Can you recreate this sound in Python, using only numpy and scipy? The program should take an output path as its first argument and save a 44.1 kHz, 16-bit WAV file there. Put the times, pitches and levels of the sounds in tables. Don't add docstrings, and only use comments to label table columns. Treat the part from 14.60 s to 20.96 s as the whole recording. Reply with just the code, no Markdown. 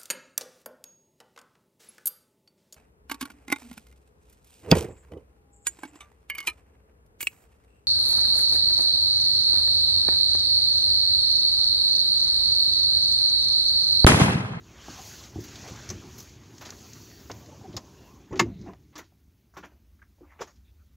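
import sys
import numpy as np
from scipy import signal
from scipy.io import wavfile
from scipy.ndimage import uniform_filter1d

SR = 44100
rng = np.random.default_rng(int(sys.argv[2]) if len(sys.argv) > 2 else 0)


def store_pcm(level_fs):
    pcm = np.round(np.clip(level_fs, -1, 1) * 32767).astype(np.int16)
    wavfile.write(sys.argv[1], SR, np.atleast_2d(pcm).T)


def voltage_ratio(decibels):
    exponent = np.asarray(decibels, float) / 20
    return 10 ** exponent


N = 280476
TIME_S = np.arange(N) / SR
MIDDLE_DB = -57


def evened(x):
    return x / np.sqrt(np.mean(x ** 2) + 1e-20)


def add(mix, start_s, sound):
    part = mix[round(start_s * SR):][:len(sound)]
    part += sound[:len(part)]


def read(points, hz):
    f, db = np.transpose(points)
    return np.interp(np.log(hz + 1), np.log(f + 1), db, -90, -90)


def along(rows, column):
    rows = np.array(rows)
    return np.interp(TIME_S, rows[:, 0], rows[:, column])


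def lowpass(x, hz):
    return signal.sosfilt(signal.butter(2, hz, fs=SR, output="sos"), x)


def stroke(start_s, length_s, db, ease_s=0.1):
    t = TIME_S - start_s
    return voltage_ratio(db) * np.clip(np.minimum(t, length_s - t) / ease_s, 0, 1) ** 2


def friction(colour, size, patch_db, flicker_db):
    hop = size // 4
    frames = N // hop + 5
    hz = np.fft.rfftfreq(size, 1 / SR)
    a, b, patches = rng.standard_normal((frames, len(hz), 3)).T
    patches = uniform_filter1d(patches, size=5, axis=0)
    patches = evened(uniform_filter1d(patches, size=16, axis=1))
    flicker = evened(uniform_filter1d(rng.standard_normal(frames), size=4))
    level_db = read(colour, hz)[:, None] + patch_db * patches + flicker_db * flicker
    z = (a + 1j * b) * voltage_ratio(level_db)
    return evened(signal.istft(z, nperseg=size, noverlap=size - hop)[1][:N])


def strike(events, modes, scatter, size):
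    out, t = np.zeros(N), np.arange(SR // 8) / SR
    ring_t = t[:size]
    hz, db, t60_s = np.transpose(modes)[:, :, None]
    for start_s, peak_db, centre_hz, spread_oct, contact_s, rise in events:
        weight_move, pitch_move = rng.standard_normal((2, len(modes), 1))
        far_db = 6 * (np.log2(hz / centre_hz) / spread_oct) ** 2
        weight_db = db - np.minimum(far_db, 23) + 1.5 * weight_move
        tone = np.sin(2 * np.pi * hz * (1 + scatter * pitch_move) * ring_t)
        soft_start = 1 - np.exp(-ring_t * hz * 2.5)
        ring = voltage_ratio(weight_db - 60 * ring_t / t60_s) * tone * soft_start
        u = t / max(contact_s, 5e-4)
        grit = rng.standard_normal(len(u)) * voltage_ratio(2.91 * rng.exponential(1, len(u)))
        burst = grit * (1 - np.exp(-u / max(rise, 0.02))) * np.exp(-u)
        sound = signal.fftconvolve(burst, ring.sum(0))
        add(out, start_s, voltage_ratio(peak_db) * sound / abs(sound).max())
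    return out


def touches(rows, spread_oct, rise):
    return [(*row[:3], spread_oct, row[3], rise) for row in rows]


# frequency in Hz, level in dB.
TRIM_COLOUR = [(400, -8.5), (1000, -3.5), (2100, 2), (3000, 2.5), (6500, 10), (7400, 0.5), (8800, -6),
               (11500, -6.5), (15500, -9.5)]


def strike_trim(events):
    hz = np.geomspace(420, 15400, 64)
    modes = np.transpose([hz, read(TRIM_COLOUR, hz), 0.004 + 11 / hz])
    return strike(events, modes, scatter=0.012, size=1000)


# frequency in Hz, density in dB per Hz.
QUIET = [(100, -45), (170, -11.5), (213, 3), (273, -21), (438, -34), (571, -26.5), (616, -31.5),
         (1290, -36), (4670, -37), (7500, -42), (8730, -43), (15700, -35.5)]


def quiet():
    return voltage_ratio(-69.5) * friction(QUIET, size=512, patch_db=2.0, flicker_db=0.5)


# level in dB, t60 in seconds.
SHUDDER = [
    (-43.5, 1.1),
    (-51.5, .9),
    (-45, 1.1),
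    (-52, 0.26),
]


def shudder(db, t60_s, shut_s=3.8, rise_s=0.04):
    t = np.maximum(TIME_S - shut_s, 0)
    return voltage_ratio(db - 60 * t / t60_s) * (1 - np.exp(-t / rise_s))


# time in seconds, load in dB.
WEIGHT = [(0.0, -56.5), (0.12, -57), (0.32, -54), (0.5, -56.5), (0.7, -54.5), (0.81, -48.5), (0.96, -51),
          (1.45, -49.5), (1.7, -54.5), (2.12, -52.5), (2.36, -53.5), (3.08, -51.5), (3.3, -54.5),
          (3.56, -55), (3.72, -59.5), (4.25, -63), (4.6, -73), (6.36, -77)]
# frequency in Hz, density in dB per Hz.
RUMBLE = [(18, -47.5), (30, -16), (40, -9.5), (59, 13.5), (90, 4), (120, -30), (200, -120)]
BOOM = [(47, -36), (80, -1), (113, 1), (160, -16.5), (210, -33), (350, -120)]
DRUM = [(76, -28.5), (130, 2), (162, -11.5), (203, 0.5), (333, -4.5), (367, -2), (398, -6), (600, -28),
        (780, -51.5), (1320, -120)]


def body():
    load_db = along(WEIGHT, column=1) - MIDDLE_DB
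    street = voltage_ratio(-66 + 6 * np.maximum(TIME_S - 4.46, 0))
    low = np.hypot(street, voltage_ratio(-61 + 0.36 * load_db))
    mid = voltage_ratio(-58.5 + 0.8 * load_db)
    high = voltage_ratio(MIDDLE_DB + load_db)
    low, mid, high = [np.hypot(gain, shudder(*row)) for gain, row in zip((low, mid, high), SHUDDER)]
    rumble = low * friction(RUMBLE, size=4096, patch_db=1.0, flicker_db=2.0)
    boom = mid * friction(BOOM, size=4096, patch_db=0.1, flicker_db=0.4)
    drum = high * friction(DRUM, size=1024, patch_db=0.0, flicker_db=0.85)
    return rumble + boom + drum


# start in seconds, length in seconds, level in dB, centre in Hz, width in Hz.
WHISPERS = [(0.001, .2, -68, 1004, 895), (2.197, .45, -63.5, 5860, 300), (3.35, 0.16, -68, 2750, 250),
            (3.705, .03, -67, 7000, 500), (3.85, 0.29, -73, 2080, 350), (3.879, 0.22, -70, 3970, 600),
            (3.97, 0.12, -70.5, 5500, 1500), (5.63, 0.027, -63.5, 1150, 231.5),
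            (5.69, 0.053, -64, 1990, 250), (6.6, 0.07, -64, 1150, 250), (6.04, .075, -76, 3600, 400),
            (6.041, .075, -78, 2500, 600), (6.18, 0.06, -75.5, 1400, 300)]


def whispers():
    out = np.zeros(N)
    for start_s, length_s, db, hz, width_hz in WHISPERS:
        t = np.arange(0, length_s, 1 / SR)
        a, b = rng.standard_normal((2, SR // 2))[:, :len(t)]
        fuzz = lowpass(a + 1j * b, width_hz / 2)
        band = evened((fuzz * np.exp(2j * np.pi * hz * t)).real)
        add(out, start_s, voltage_ratio(db) * band * np.sqrt(np.sin(np.pi * t / length_s)))
    return out


# time in seconds, pressure in dB, speed as extra treble in dB.
CLOTH = [(0.0, -64.5, 1.5), (0.15, -59.5, -2.5), (0.3, -49, -1.5), (0.48, -46.5, 3.5), (0.66, -51.5, 0.5),
         (0.73, -58.5, 0.5), (0.8, -54, 1), (1.05, -49.5, -2), (1.25, -51.5, -3), (1.45, -55.5, -1.5),
         (1.63, -53.5, 4), (1.79, -62.5, -3), (2.04, -57.5, 4), (2.2, -54, 2.5), (2.55, -56.5, 3),
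         (3.13, -62, 0), (3.49, -63, 3.5), (3.77, -71, -5), (4.3, -73.5, 2.5), (4.6, -76.5, 2)]
# start in seconds, length in seconds, level in dB.
BRUSHES = [
    (3.987, 0.2, -55),
    (4.939, 0.27, -69),
    (5.567, 0.415, -68),
    (5.746, 0.18, -62),
]
# frequency in Hz, density in dB per Hz.
HISS = [(1470, -29.5), (2500, -11.5), (3740, -7.5), (4490, -1.5), (4860, -3), (6530, 1.5), (7310, -6),
        (8400, -22.5), (9500, -27), (12400, -63.5), (20900, -120)]
SCRAPE = [(260, -32.5), (450, -4), (654, -1.5), (772, -2), (903, -2), (1250, -3.5), (1380, -3.5),
          (2290, -5.5), (3600, -8), (4680, -19.5), (7920, -120)]
AIR = [(5000, -32), (8500, -13), (9080, -10), (11300, -1.5), (15100, -3.5), (16000, 4)]


def cloth():
    press_db = along(CLOTH, column=1) - MIDDLE_DB
    speed_db = along(CLOTH, column=2)
    rest = voltage_ratio(-81.5)
    hiss_gain = np.maximum(voltage_ratio(MIDDLE_DB + press_db) - rest, 0)
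    scrape_gain = np.maximum(voltage_ratio(-57.5 + 0.84 * press_db - 0.97 * speed_db) - rest, 0)
    scrape_gain = np.hypot(scrape_gain, shudder(*SHUDDER[-1]))
    air_gain = voltage_ratio(-70.5 + 0.99 * press_db + speed_db)
    hiss = hiss_gain * friction(HISS, size=256, patch_db=1.5, flicker_db=0.5)
    rasp = friction(SCRAPE, size=512, patch_db=2.5, flicker_db=0.82)
    brush = sum(stroke(*row) for row in BRUSHES) * lowpass(rasp, 2280)
    air = air_gain * friction(AIR, size=256, patch_db=-0.5, flicker_db=0.6)
    return hiss + scrape_gain * rasp + brush + air


# frequency in Hz, density in dB per Hz.
FIZZ = [(11000, -26), (13000, -1), (15700, 1)]
DRAG = [(420, -8), (600, 0.5), (1100, -4), (1350, -23)]


def webbing():
    pull_s, drag_s = 2.17, 2.64
    fuzz = evened(uniform_filter1d(rng.standard_normal(N), size=120))
    whine_hz = 4600 - 260 * (TIME_S - pull_s)
    whine = stroke(pull_s, 0.52, -60) * fuzz * np.sin(2 * np.pi * np.cumsum(whine_hz) / SR)
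    fizz_gain = stroke(pull_s, 0.74, -66.5) + stroke(3.36, 0.29, -75)
    fizz = fizz_gain * friction(FIZZ, size=256, patch_db=1.0, flicker_db=-0.5)
    drag_gain = stroke(drag_s, 1.05, -58) * voltage_ratio(-4.5 * (TIME_S - drag_s))
    drag = drag_gain * friction(DRAG, size=1024, patch_db=3.5, flicker_db=1.0)
    return whine + fizz + drag


# start in seconds, level in dB, start pitch in Hz, end pitch in Hz, length in seconds.
SQUEAKS = [
    (.385, -46, 753, 790, 0.029),
    (2.899, -53, 900, 855, 0.059),
    (3.035, -44, 790, 740, 0.04),
]


def squeaks():
    out = np.zeros(N)
    for start_s, db, hz, end_hz, length_s in SQUEAKS:
        pitch_hz = np.linspace(hz, end_hz, round(length_s * SR))
        fuzz = uniform_filter1d(rng.standard_normal(SR // 8), size=300)[:len(pitch_hz)]
        waver = 1 + 0.4 * evened(fuzz)
        tone = np.sin(2 * np.pi * np.cumsum(pitch_hz) / SR)
        add(out, start_s, voltage_ratio(db) * waver * tone * np.hanning(len(pitch_hz)))
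    return out


# start in seconds, peak in dB, centre in Hz, contact in seconds.
FLECKS = [(1.0751, -42, 9000, .004), (1.0951, -43, 12000, .006), (1.19, -45, 2500, .03),
          (1.3101, -38, 5900, .006), (1.5806, -35, 12000, .003), (1.5859, -38, 12500, .007),
          (1.6063, -35, 12000, .002), (1.6181, -41, 12000, .002), (1.6261, -38, 12000, .003),
          (1.6441, -45, 6300, .002), (1.692, -46, 6300, .004), (2.0621, -45, 11000, .004),
          (2.0901, -43, 2500, .003), (2.1041, -44, 13000, .002), (2.5141, -45, 2100, .002),
          (3.1281, -44, 3800, .002), (3.1656, -31, 5000, .006), (3.1661, -35, 14500, .005),
          (4.0121, -48, 5500, .005), (4.051, -57, 6000, .03), (4.521, -60, 800, .004),
          (4.9451, -54, 11100, .023), (5.0301, -55, 11500, .02), (5.0461, -50, 6550, .0065),
          (5.8121, -47, 11500, .02), (5.861, -55.5, 12100, .037), (5.8751, -49.5, 6700, .008)]
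# start in seconds, peak in dB, centre in Hz, spread in octaves, contact in seconds.
TICKS = [(1.2841, -44, 6300, .25, .002), (1.2971, -43, 6000, .3, .002), (1.9821, -42, 4000, 1.2, .002),
         (3.7281, -46, 6800, .3, .004), (3.7556, -36, 6500, 1.2, .006), (3.7651, -42, 5000, 1.5, .012),
         (3.7741, -39, 4000, 1.5, .008), (3.7951, -31, 13500, .6, .008), (3.851, -41, 650, .6, .03),
         (4.1341, -45, 1800, 1, .003), (4.9381, -49, 1150, .4, .004), (4.9611, -48, 1500, .8, .006),
         (5.0281, -46, 1500, .8, .003), (5.7981, -46, 4000, 1, .015), (5.8076, -36, 500, .4, .002)]


def grit():
    ticks = [(*row, 0.1) for row in TICKS]
    return strike_trim(touches(FLECKS, spread_oct=0.34, rise=0.058) + ticks)


# start in seconds, peak in dB, centre in Hz, contact in seconds.
THUDS = [(.282, -34, 283, 0.0027), (.757, -36.5, 297, 0.027), (.767, -30.5, 94, 0.011),
         (1.103, -32.5, 108, 0.0074), (1.283, -34, 99, 0.017), (1.313, -31.5, 94.5, 0.022),
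         (1.35, -34, 99, 0.0063), (2.699, -36, 92, 0.0073), (3.083, -35, 102, 0.0048),
         (3.135, -34, 166, 0.01), (3.707, -31.5, 96, 0.0062), (3.725, -35, 200, 0.0056),
         (3.755, -29, 200.4, 0.022), (3.8, -19.5, 172, 0.011), (3.849, -32, 150.6, 0.018),
         (3.89, -45.5, 249, 0.03), (3.99, -38, 150.8, 0.036), (4.085, -44.5, 184, 0.0089),
         (4.352, -42.5, 360, 0.011), (4.39, -48.5, 357.6, .008), (4.968, -42.5, 364, 0.018),
         (5.031, -47.5, 360, 0.012), (5.115, -59.5, 347, 0.01), (5.606, -45, 381, 0.011),
         (5.807, -47.5, 436, 0.018)]
# frequency in Hz, level in dB, t60 in seconds.
PANEL = [(107.5, -2.5, 0.12), (190, -2.5, 0.08), (254, -5, 0.094), (302, -5.5, 0.19), (347.4, 0, 0.12),
         (493, -6, 0.0088)]


def thuds():
    return strike(touches(THUDS, spread_oct=1.03, rise=0.6), PANEL, scatter=0.02, size=5000)


# start in seconds, peak in dB, centre in Hz, contact in seconds.
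RAPS = [(.284, -49, 500, 0.0041), (.759, -46, 520, 0.015), (1.078, -36.5, 630, 0.017),
        (1.301, -35.5, 796, 0.014), (2.008, -36, 1690, 0.033), (2.052, -42.5, 713, 0.038),
        (2.088, -34.5, 2010, 0.0089), (2.121, -39, 1200, 0.0071), (2.698, -29, 1070, 0.011),
        (3.168, -31.5, 1030, 0.0095), (3.708, -47, 600, .012), (3.727, -31, 899, .016),
        (3.755, -36, 1189, 0.015), (4.133, -46, 890, 0.0063), (5.608, -56.5, 476, 0.014),
        (5.807, -28, 490, 0.013)]
TAPS = [(.2835, -36, 870, 0.0045), (4.936, -46.5, 1260, 0.056), (4.968, -38.5, 1120, 0.011),
        (5.39, -61, 1599, 0.0081), (5.418, -45, 1650, 0.013), (5.58, -60.5, 647, .015),
        (5.63, -63, 1050, 0.01), (5.70, -54.5, 1894, 0.027), (5.715, -52.5, 1150, 0.012),
        (5.817, -27.5, 1260, 0.0035)]
SCUFFS = [(4.064, -42.5, 770, 0.013), (4.082, -40.5, 678, .015), (4.326, -51.5, 1500, 0.021),
          (4.354, -37.5, 1390, 0.022), (4.384, -33, 1320, 0.014), (4.43, -58, 1997, .025),
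          (4.966, -37, 1503, 0.014), (5.031, -35.5, 1420, .015), (5.115, -54.5, 600, 0.0094),
          (5.64, -59, 500, 0.02), (5.788, -37.5, 1212, 0.019), (5.817, -33, 1360, 0.0084),
          (5.87, -48.5, 1280, 0.018)]
SNAPS = [(.802, -49, 6000, 0.014), (1.29, -28, 6300, 0.003), (1.301, -24, 6070, 0.0044),
         (1.58, -37, 6400, 0.014), (1.5994, -32.5, 6150, 0.0097), (1.6244, -51, 5730, 0.004),
         (1.9804, -37, 6500, 0.0035), (2.104, -26, 5940, 0.0022), (2.3326, -32, 5800, 0.0026),
         (2.7145, -26.5, 5550, 0.0032), (3.1275, -45, 3780, 0.014), (3.1652, -25, 5400, 0.0067),
         (3.756, -43, 3740, 0.008), (4.012, -48, 5000, 0.013), (4.937, -56, 6550, 0.021),
         (5.008, -57, 6100, 0.005), (5.0457, -57.5, 6500, 0.0083), (5.87, -51, 5980, 0.033)]
CRACKLES = [(.6325, -37, 5370, 0.012), (.8365, -41, 5840, 0.016), (.8799, -36, 4600, 0.01),
            (.9552, -32, 6220, .007), (1.075, -31.5, 6220, 0.019), (2.009, -36.5, 3660, 0.0047),
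            (2.0496, -30, 5100, 0.021), (2.8594, -42, 5900, 0.0043), (3.1754, -30, 6020, 0.0045),
            (4.354, -37, 5930, 0.014), (4.3763, -34.5, 5910, 0.019), (4.4291, -55, 5990, 0.029),
            (4.9672, -49.5, 6030, 0.036), (5.8099, -30.5, 5110, 0.015), (5.9564, -55.5, 6670, 0.017)]
# start in seconds, peak in dB.
SPRAY = [(0.802, -36.5), (0.8363, -32.5), (1.3, -36), (1.581, -35), (1.605, -48), (2.0115, -36),
         (3.165, -38), (3.7963, -40), (4.3776, -34), (4.969, -41.5), (5.0467, -44.5), (5.803, -46)]


def hard_touches():
    events = touches(RAPS, spread_oct=1, rise=0.22)
    events += touches(TAPS, spread_oct=0.27, rise=0.31)
    events += touches(SCUFFS, spread_oct=0.82, rise=0.49)
    events += touches(SNAPS, spread_oct=0.27, rise=0.2)
    events += touches(CRACKLES, spread_oct=1, rise=0.29)
    spray = [(start_s, db, 12500, 0.013) for start_s, db in SPRAY]
    return strike_trim(events + touches(spread_oct=0.7, rise=0.3, rows=spray))


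# start in
# seconds, peak in dB, frequency in Hz, t60 in seconds.
RINGS = [(.2835, -37, 850, .03), (.7521, -24, 100, .12), (.7561, -41, 720, .074), (.7571, -33, 225, .08),
         (.7581, -26, 320, .094), (.7586, -38, 780, .03), (.7861, -32, 190, .049), (.7871, -29, 361, .08),
         (.7881, -37, 105, .084), (.8301, -42, 220, .15), (1.2904, -33, 6400, .02),
         (1.2926, -36, 5900, .02), (1.3013, -26, 6300, .025), (1.3031, -31, 5700, .03),
         (1.3056, -33, 6100, .03), (1.3101, -31, 202, .08), (1.3111, -34, 380, .05),
         (1.3141, -37, 5900, .03), (2.6981, -36, 1370, .024), (3.0051, -39, 130, .06),
         (3.0121, -45, 800, .043), (3.0401, -40.5, 397, .096), (3.0791, -36, 352, .05),
         (3.0821, -50, 790, .04), (3.1291, -43, 200, .04), (3.1421, -40.5, 605, .042),
         (3.1511, -37, 109, .088), (3.1661, -37, 1064, .058), (3.1663, -29, 5100, .025),
         (3.1671, -33, 6700, .04), (4.3541, -43.5, 1147, .06), (4.9671, -39.5, 1095, .074),
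         (5.0461, -50, 780, .036), (5.4181, -46.5, 1604, .054), (5.6081, -47, 477, .059),
         (5.7201, -54, 1080, .08), (5.8061, -31, 520, .045), (5.8181, -35.5, 1320, .04),
         (3.703, -47, 200, 0.039), (3.713, -39.5, 890, 0.037), (3.724, -42, 1970, .03),
            (3.726, -26, 470, 0.04), (3.729, -40, 1020, 0.039), (3.735, -30, 378, 0.36),
            (3.7942, -13.5, 416, 0.033), (3.796, -22, 250, .06), (3.7965, -20.5, 620, .03),
            (3.7968, -14, 1744, .03), (3.797, -14.5, 940, 0.053), (3.799, -14.5, 1082, 0.046),
            (3.8, -20, 201.5, 0.12), (3.805, -27, 135.2, .15), (3.81, -27, 366, .1),
            (3.837, -36, 111, 0.092), (3.861, -31.5, 243, 0.16), (3.882, -31, 256, .07),
            (3.91, -32.5, 90, 0.11), (3.915, -31, 190, 0.1), (3.915, -51.5, 674, 0.15),
            (3.955, -30.5, 169, 0.09), (3.992, -28, 130, 0.07), (4.005, -34.5, 200, 0.14),
            (4.039, -37.5, 332, 0.084), (4.062, -41.5, 750, 0.066), (4.068, -33, 288, 0.065),
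            (4.08, -42, 680, 0.14), (4.082, -34.5, 190, 0.16), (4.086, -40, 385, 0.13),
            (4.095, -43, 1006, 0.055), (4.133, -44.5, 742, .04), (4.134, -54, 2300, .02),
            (4.15, -45.5, 108.7, 0.12)]


def rings():
    out, t = np.zeros(N), np.arange(SR // 5) / SR
    for start_s, db, hz, t60_s in RINGS:
        swell = 1 - np.exp(-t * hz / 0.65)
        add(out, start_s, voltage_ratio(db - 60 * t / t60_s) * swell * np.sin(2 * np.pi * hz * t))
    return out


# frequency in Hz, level in dB, t60 in seconds.
DOOR = [(110, -5, .13), (200, -2, .12), (290, -7, .07), (380, -3, .09), (540, -8, .04), (680, -10, .03),
        (940, 0, .024), (1075, 0, .024), (1680, -10, .015), (1840, -6, .015), (2090, 3, .02),
        (2630, -9, .015)]
# start in seconds, peak in dB, centre in Hz, spread in octaves, contact in seconds.
SLAM = [
    (3.7955, -9, 2600, 0.23, 0.0016),
    (3.8005, -18, 1900, 0.6, 0.0048),
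    (3.798, -17, 550, 1.3, 0.01),
]
RATTLE = [
    (3.79, -28, 3990, 1.7, 0.0055),
    (3.7935, -7, 3002, 1.34, 0.0059),
    (3.80, -16.5, 2000, 0.94, 0.0097),
]


def slam():
    door = strike([(*row, 0.37) for row in SLAM], DOOR, scatter=0.005, size=5000)
    return door + strike_trim([(*row, 0.54) for row in RATTLE])


# frequency in Hz, gain in dB.
SHELL = [(6400, -0.5), (7500, -5), (8100, -16), (9500, -15), (11000, -5), (13000, -1.5), (16000, -1)]


def shaded(x):
    hz = np.linspace(0, SR / 2, 65)
    gain = voltage_ratio(np.interp(hz, *np.transpose(SHELL)))
    return signal.oaconvolve(x, signal.firwin2(129, hz, gain, fs=SR), "same")


def cabin(x, t60_s=0.082):
    t = np.arange(SR // 5) / SR
    taps = rng.standard_normal((3, len(t))) * voltage_ratio(-60 * t / t60_s) * (t > 0.002)
    turns = np.cos(2 * np.pi * (TIME_S * 35 + np.arange(3)[:, None] / 3))
    echoes = signal.fftconvolve(x * turns, taps / np.linalg.norm(taps[0]), axes=1)
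    return echoes[:, :N].sum(0)


def scene():
    hits = shaded(thuds() + hard_touches() + slam() + squeaks() + rings())
    mono = quiet() + body() + whispers() + cloth() + webbing() + shaded(grit())
    mono += hits + voltage_ratio(-14) * cabin(hits)
    return np.array([mono, mono])


def top_cut(x):
    return signal.sosfilt(signal.butter(12, 16800, fs=SR, output="sos"), x)


def record(dry):
    x = signal.sosfilt(signal.butter(4, 42, "high", fs=SR, output="sos"), dry)
    treble = signal.sosfilt(signal.butter(2, 7000, "high", fs=SR, output="sos"), x[0])
    side = voltage_ratio(-19.5) * treble * evened(uniform_filter1d(rng.standard_normal(N), size=60))
    side += voltage_ratio(-66) * np.roll(x[0], 40)
    x = x + np.outer([1, -1], side)
    band_limit = signal.firwin(1023, 15750, window=("kaiser", 9), fs=SR)
    x = signal.oaconvolve(x, band_limit[None], "same")
    fade = np.clip((N - np.arange(N)) / (0.0029 * SR), 0, 1)
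    return top_cut(x * fade)


dry = scene()
out = record(dry)
store_pcm(out)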